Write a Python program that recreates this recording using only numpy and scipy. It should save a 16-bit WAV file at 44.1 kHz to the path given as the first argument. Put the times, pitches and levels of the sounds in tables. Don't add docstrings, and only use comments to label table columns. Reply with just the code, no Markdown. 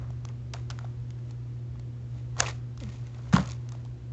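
import sys
import numpy as np
from scipy import signal
from scipy.fft import rfft, irfft, next_fast_len
from scipy.io import wavfile
from scipy.ndimage import uniform_filter1d

SR = 44100
rng = np.random.default_rng(int(sys.argv[2]) if len(sys.argv) > 2 else 0)


def transcribe(u):
    v = np.clip(np.atleast_2d(u).T, -1, 1)
    q = np.round(v * 32767).astype(np.int16)
    wavfile.write(sys.argv[1], SR, q)


N = 181947

# f/Hz, bandwidth/Hz
TUBE_MODES = [(700, 150), (870, 162), (1100, 210), (1370, 240), (1650, 330), (2100, 260), (2550, 220)]


def gain_of(db):
    return 10 ** (np.asarray(db) / 20)


def unit_rms(x):
    return x / np.sqrt(np.mean(x ** 2) + 1e-20)


def interp_log_hz(points, hz):
    f, value = np.transpose(points)
    return np.interp(np.log(hz + 1), np.log(f + 1), value)


def add_at(mix, at_s, sound):
    part = mix[round(at_s * SR):][:len(sound)]
    part += sound[:len(part)]


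def coloured(x, colour):
    size = next_fast_len(len(x))
    hz = np.fft.rfftfreq(size, 1 / SR)
    inside = (hz > colour[0][0]) & (hz < colour[-1][0])
    response = gain_of(interp_log_hz(colour, hz)) * inside
    return irfft(rfft(x, size) * response, size)[:len(x)]


def hum():
    # t/s, RMS level/dB
    hum_levels = [(0, -36), (0.34, -36.5), (0.4, -40), (0.47, -37.5), (0.55, -38.5), (0.61, -36),
                  (1.2, -37), (1.4, -38), (1.5, -35.5), (1.8, -38.5), (2.48, -35.5), (2.7, -37.5),
                  (2.78, -40.5), (2.88, -36), (2.96, -43), (3.02, -33.5), (3.09, -40), (3.5, -36),
                  (3.93, -38), (4.0, -47), (4.07, -37.5), (4.13, -35.5)]
    # multiple of the hum frequency, level re mean tone level/dB
    overtone_rows = [(2, -21.5), (3, -29.5), (4, -34)]
    hum_hz = 120.37
    waver_rms_db, waver_top_hz = 0.95, 13
    t = np.arange(N) / SR
    angle = 2 * np.pi * (hum_hz * t + rng.random())
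    waver = unit_rms(sum(np.sin(2 * np.pi * (waver_top_hz * share * t + rng.random()))
                         for share in np.linspace(0.3, 1, 12)))
    tone_db = np.interp(t, *np.transpose(hum_levels))
    tone = gain_of(tone_db + waver_rms_db * waver) * np.sin(angle)
    overtones = sum(gain_of(np.mean(tone_db) + db) * np.sin(k * angle) for k, db in overtone_rows)
    return np.sqrt(2) * (tone + overtones)


def background():
    # f/Hz, relative level per Hz/dB
    rumble_colour = [(25, -34.5), (40, -21.5), (58, -2.5), (80, -2.5), (100, -15.5), (130, -33.5)]
    # t/s, swell/dB, time for the swell in dB to shrink to 1/e/s
    swells = [(0.0, 6, 0.19), (1.1, 0, 0.45), (2.41, 6.5, 0.13), (3.39, 9, 0.07)]
    # f/Hz, relative level per Hz/dB
    air_colour = [(82, -20.5), (140, -4.5), (155, -13), (233, -14), (357, -15.5), (430, -23.5),
                  (468, -23.5), (625, -26.5), (754, -30), (7240, -46.5), (8150, -56), (10600, -114),
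                  (17900, -120)]
    rumble_base_db, air_db = -47.5, -52
    t = np.arange(N) / SR
    rumble_db = rumble_base_db + sum(db * np.exp(-abs(t - s) / width) for s, db, width in swells)
    rumble = gain_of(rumble_db) * unit_rms(coloured(rng.standard_normal(N), rumble_colour))
    air = gain_of(air_db) * unit_rms(coloured(rng.standard_normal(N), air_colour))
    return rumble + air


def creases(colour, spread_db):
    folds_per_s = 12000
    flutter_rms_db, flutter_s = 2.5, 0.004
    folds = rng.random(N) < folds_per_s / SR
    size = gain_of(spread_db * np.minimum(rng.exponential(1, N), 4)) * folds
    span = round(flutter_s * SR)
    clumps = unit_rms(uniform_filter1d(uniform_filter1d(rng.standard_normal(N), span), span))
    grains = gain_of(flutter_rms_db * clumps) * size * rng.standard_normal(N)
    return unit_rms(coloured(grains, colour))


def swell_db(at_s, rise_s, fall_s):
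    t = np.arange(N) / SR - at_s
    return -20 * np.maximum(-t / rise_s, t / fall_s)


def rustle():
    # loudest t/s, bright level/dB, dull level/dB, 20 dB rise/s, bright 20 dB fall/s
    rustles = [(0.018, -71, -55.5, 0.061, 0.28), (0.299, -65, -57, 0.059, 0.067),
               (0.543, -53.5, -45, 0.011, 0.1), (0.713, -58.5, -50.5, 0.016, 0.088),
               (0.82, -69, -61.5, 0.13, 0.29), (1.299, -68, -65.5, 0.21, 0.09),
               (2.16, -66, -63.5, 0.12, 0.23), (2.394, -54, -45, 0.025, 0.11),
               (2.43, -40, -33.5, 0.045, 0.071), (2.48, -44, -42.5, 0.037, 0.077),
               (2.81, -57.5, -55.5, 0.022, 0.33), (2.94, -61.5, -66, 0.066, 0.074),
               (3.069, -68, -63, 0.073, 0.11), (3.17, -67, -59.5, 0.078, 0.41),
               (3.29, -63.5, -63, 0.065, 0.056), (3.332, -36.5, -31.5, 0.0027, 0.031),
               (3.363, -42.5, -29.5, 0.028, 0.11), (3.51, -54.5, -59, 0.096, 0.11),
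               (3.74, -65, -57.5, 0.085, 0.21)]
    # f/Hz, relative level per Hz/dB
    bright_colour = [(1800, -1.5), (2600, -6), (4000, -7.5), (5500, -10), (7000, -8.5), (8300, -26.5)]
    # f/Hz, relative level per Hz/dB
    dull_colour = [(300, -6), (500, -0.5), (800, -2), (1200, -0.5), (2200, -8.5), (3000, -16)]
    dull_fall_share = 0.75
    tube_db = 1
    t = np.arange(1500) / SR
    tube = sum(np.exp(-np.pi * w * t) * np.sin(2 * np.pi * f * t) * w for f, w in TUBE_MODES)
    bright = creases(bright_colour, spread_db=-5.5)
    direct = creases(dull_colour, spread_db=2.0)
    through_tube = unit_rms(signal.oaconvolve(direct, tube)[:N])
    dull = unit_rms(direct + gain_of(tube_db) * through_tube)
    out = np.zeros(N)
    for s, bright_db, dull_db, rise_s, fall_s in rustles:
        out += gain_of(bright_db + swell_db(s, rise_s, fall_s)) * bright
        out += gain_of(dull_db + swell_db(s, rise_s, dull_fall_share * fall_s)) * dull
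    return out


def tick(row, noise):
    # f/Hz, relative level per Hz/dB
    crack_colour = [(250, -12.5), (600, -9), (1400, -7), (2200, -5), (3500, -6.5), (5000, -10), (6400, -7),
                    (7500, -9), (8300, -29.5)]
    slip_s, slip_shrink_per_db, slip_ref_db = 0.0016, 0.028, -38.5
    crack_attack_s, ring_attack_s = 0.00041, 8e-4
    s, crack_db, crack_hz, ring_db, ring_hz = row
    t = np.arange(len(noise)) / SR
    decay_s = slip_s * np.exp(-slip_shrink_per_db * (crack_db - slip_ref_db))
    slip = noise * (1 - np.exp(-t / crack_attack_s)) * np.exp(-t / decay_s)
    lead = np.zeros(64)
    colour = [(f, db - min(8 * np.log2(f / crack_hz) ** 2, 9)) for f, db in crack_colour]
    crack = coloured(np.r_[lead, slip], colour)
    modes = np.zeros(len(t))
    for (f, w), side in zip(TUBE_MODES, noise[::-1]):
        size = np.sign(side) * gain_of(-32 * abs(np.log2(f / ring_hz)))
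        modes += size * np.exp(-np.pi * w * t) * np.sin(2 * np.pi * f * t)
    ring = np.r_[lead, modes * (1 - np.exp(-t / ring_attack_s))]
    sound = gain_of(crack_db) * crack / abs(crack).max() + gain_of(ring_db) * ring / abs(ring).max()
    return s - len(lead) / SR, sound


def ticks():
    # t/s, crack peak/dB, crack centre f/Hz, ring peak/dB, f where the tube rings most/Hz
    tick_rows = [(0.1042, -47.5, 5180, -41, 660), (0.2515, -32.5, 5100, -37, 1010),
                 (0.288, -42, 4300, -45, 2090), (0.536, -29.5, 4800, -41, 2010),
                 (0.5382, -27.5, 4200, -35.5, 990), (0.547, -52, 3270, -35.5, 715),
                 (0.558, -55, 5000, -51, 720), (0.566, -59, 4000, -42.5, 1410),
                 (0.7018, -29.5, 3950, -35.5, 1300), (0.7045, -31, 3980, -35, 1300),
                 (0.7101, -30.5, 4250, -36, 1370), (0.789, -36.5, 4600, -31.5, 1370),
                 (0.8104, -60, 4300, -46, 680), (0.8445, -47.5, 2600, -36, 690),
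                 (0.851, -53, 4130, -43, 1330), (1.1049, -41.5, 4030, -50, 2020),
                 (1.188, -54, 3130, -52.5, 1600), (1.3087, -43.5, 5540, -54, 830),
                 (1.756, -59, 3960, -47, 1005), (1.7957, -45.5, 3900, -50.5, 654),
                 (2.3672, -44, 4000, -35, 1065), (2.382, -36.5, 4640, -37.5, 1220),
                 (2.3898, -35.5, 6500, -36.5, 920), (2.395, -29.5, 6300, -43, 700),
                 (2.3997, -21.5, 5530, -23, 1460), (2.4038, -4.5, 6300, -12, 1650),
                 (2.4051, -12, 5200, -18, 764), (2.409, -32, 4000, -24, 720), (2.431, -31, 4930, -29, 950),
                 (2.4619, -31, 3100, -27, 2590), (2.471, -30, 3050, -32, 2260),
                 (2.775, -45, 5100, -45, 1200), (2.8024, -40.5, 4030, -52, 2420),
                 (2.836, -35, 4100, -46, 2090), (2.89, -42.5, 3470, -46.5, 1010),
                 (3.069, -44.5, 5140, -52.5, 2070), (3.1464, -47.5, 3310, -48, 1900),
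                 (3.327, -29, 3940, -27.5, 1530), (3.3333, -38.5, 3630, -19.5, 1630),
                 (3.3371, -22, 4600, -22, 1560), (3.3493, -30.5, 2500, -25, 846),
                 (3.353, -24, 2600, -26, 1460), (3.3637, -19, 3070, -15, 1085),
                 (3.367, -29.5, 2980, -13.5, 1156), (3.3831, -34, 3600, -26, 1270),
                 (3.3965, -38, 2900, -36, 1204), (3.458, -35.5, 5630, -52, 1196),
                 (3.475, -35, 6440, -46.5, 1360), (3.4897, -36.5, 4850, -46.5, 1190),
                 (3.4988, -35, 4520, -51, 2680), (3.509, -34, 5860, -46.5, 1290),
                 (3.5182, -29, 5600, -51, 2650), (3.69, -37.5, 5870, -53, 1110),
                 (3.7205, -39.5, 4620, -45, 1080), (3.7508, -52, 3700, -41, 672),
                 (3.85, -47, 4500, -48.5, 780), (3.8603, -55, 3376, -48.5, 980)]
    out = np.zeros(N)
    for row, noise in zip(tick_rows, rng.standard_normal((len(tick_rows), 1500))):
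        add_at(out, *tick(row, noise))
    return out


def twang():
    at_s, level_db, octave_db = 2.812, -43, -7
    attack_s, hold_s, fade_db_per_s = 0.012, 0.065, 346
    taut_hz, slack_hz, slacken_s, sag_hz_per_s = 302.4, 219.4, 0.022, 230
    t, out = np.arange(SR // 5) / SR, np.zeros(N)
    taut = np.exp(-(t / slacken_s) ** 2)
    hz = slack_hz + (taut_hz - slack_hz) * taut - sag_hz_per_s * t
    angle = 2 * np.pi * np.cumsum(hz) / SR
    fade_db = fade_db_per_s * np.maximum(t - hold_s, 0)
    size = np.minimum(t / attack_s, 1) * gain_of(level_db - fade_db)
    octave = gain_of(octave_db) * np.sqrt(taut) * np.sin(2 * angle)
    add_at(out, at_s, np.sqrt(2) * size * (np.sin(angle) + octave))
    return out


def thud():
    # t/s, level added to every mode/dB
    blow_rows = [(3.3357, 4), (3.3522, -13), (3.3703, -7.5), (3.386, -10.5), (3.397, -12), (3.417, -22)]
    # f/Hz, relative level/dB, t60/s
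    hollow_modes = [(68.2, -31.5, 0.53), (149, -21, 0.16), (178, 2, 0.046), (218, -20, 0.058),
                    (255.3, -15.5, 0.075), (309, -22.5, 0.066)]
    push_s = 0.0065
    t, out = np.arange(SR // 2) / SR, np.zeros(N)
    modes = sum(gain_of(db - 60 * t / t60) * np.sin(2 * np.pi * hz * t) for hz, db, t60 in hollow_modes)
    push = 1 - np.exp(-(t / push_s) ** 2)
    for s, db in blow_rows:
        add_at(out, s, gain_of(db) * modes * push)
    return out


def room(x):
    # f/Hz, t60/s
    room_decay = [(150, 0.24), (600, 0.86), (2000, 0.46), (5000, 0.22), (8000, 0.16)]
    taps = np.zeros(SR // 2)
    at = np.arange(200, len(taps) - 20, 20)
    taps[at + rng.integers(0, 20, len(at))] = rng.choice([-1., 1.], len(at))
    hz, t, bands = signal.stft(taps, SR, nperseg=256)
    decay = gain_of(-60 * t / interp_log_hz(room_decay, hz)[:, None])
    tail = signal.istft(bands * decay, SR, nperseg=256)[1]
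    return signal.fftconvolve(x, tail / np.linalg.norm(tail))[:N]


def scene():
    touches, blows = ticks(), thud()
    echoes = gain_of(-24.5) * room(touches) + gain_of(-19.5) * room(blows)
    return (hum() + background() + rustle() + touches + twang() + blows + echoes)[None]


def record(dry):
    bass_cut_hz, edge_hz = 42, 8220
    thin = signal.sosfilt(signal.butter(3, bass_cut_hz, "highpass", fs=SR, output="sos"), dry)
    band_limit = signal.firwin(511, edge_hz, window=("kaiser", 9), fs=SR)
    return signal.oaconvolve(thin, band_limit[None], "same")


dry = scene()
out = record(dry)
transcribe(out)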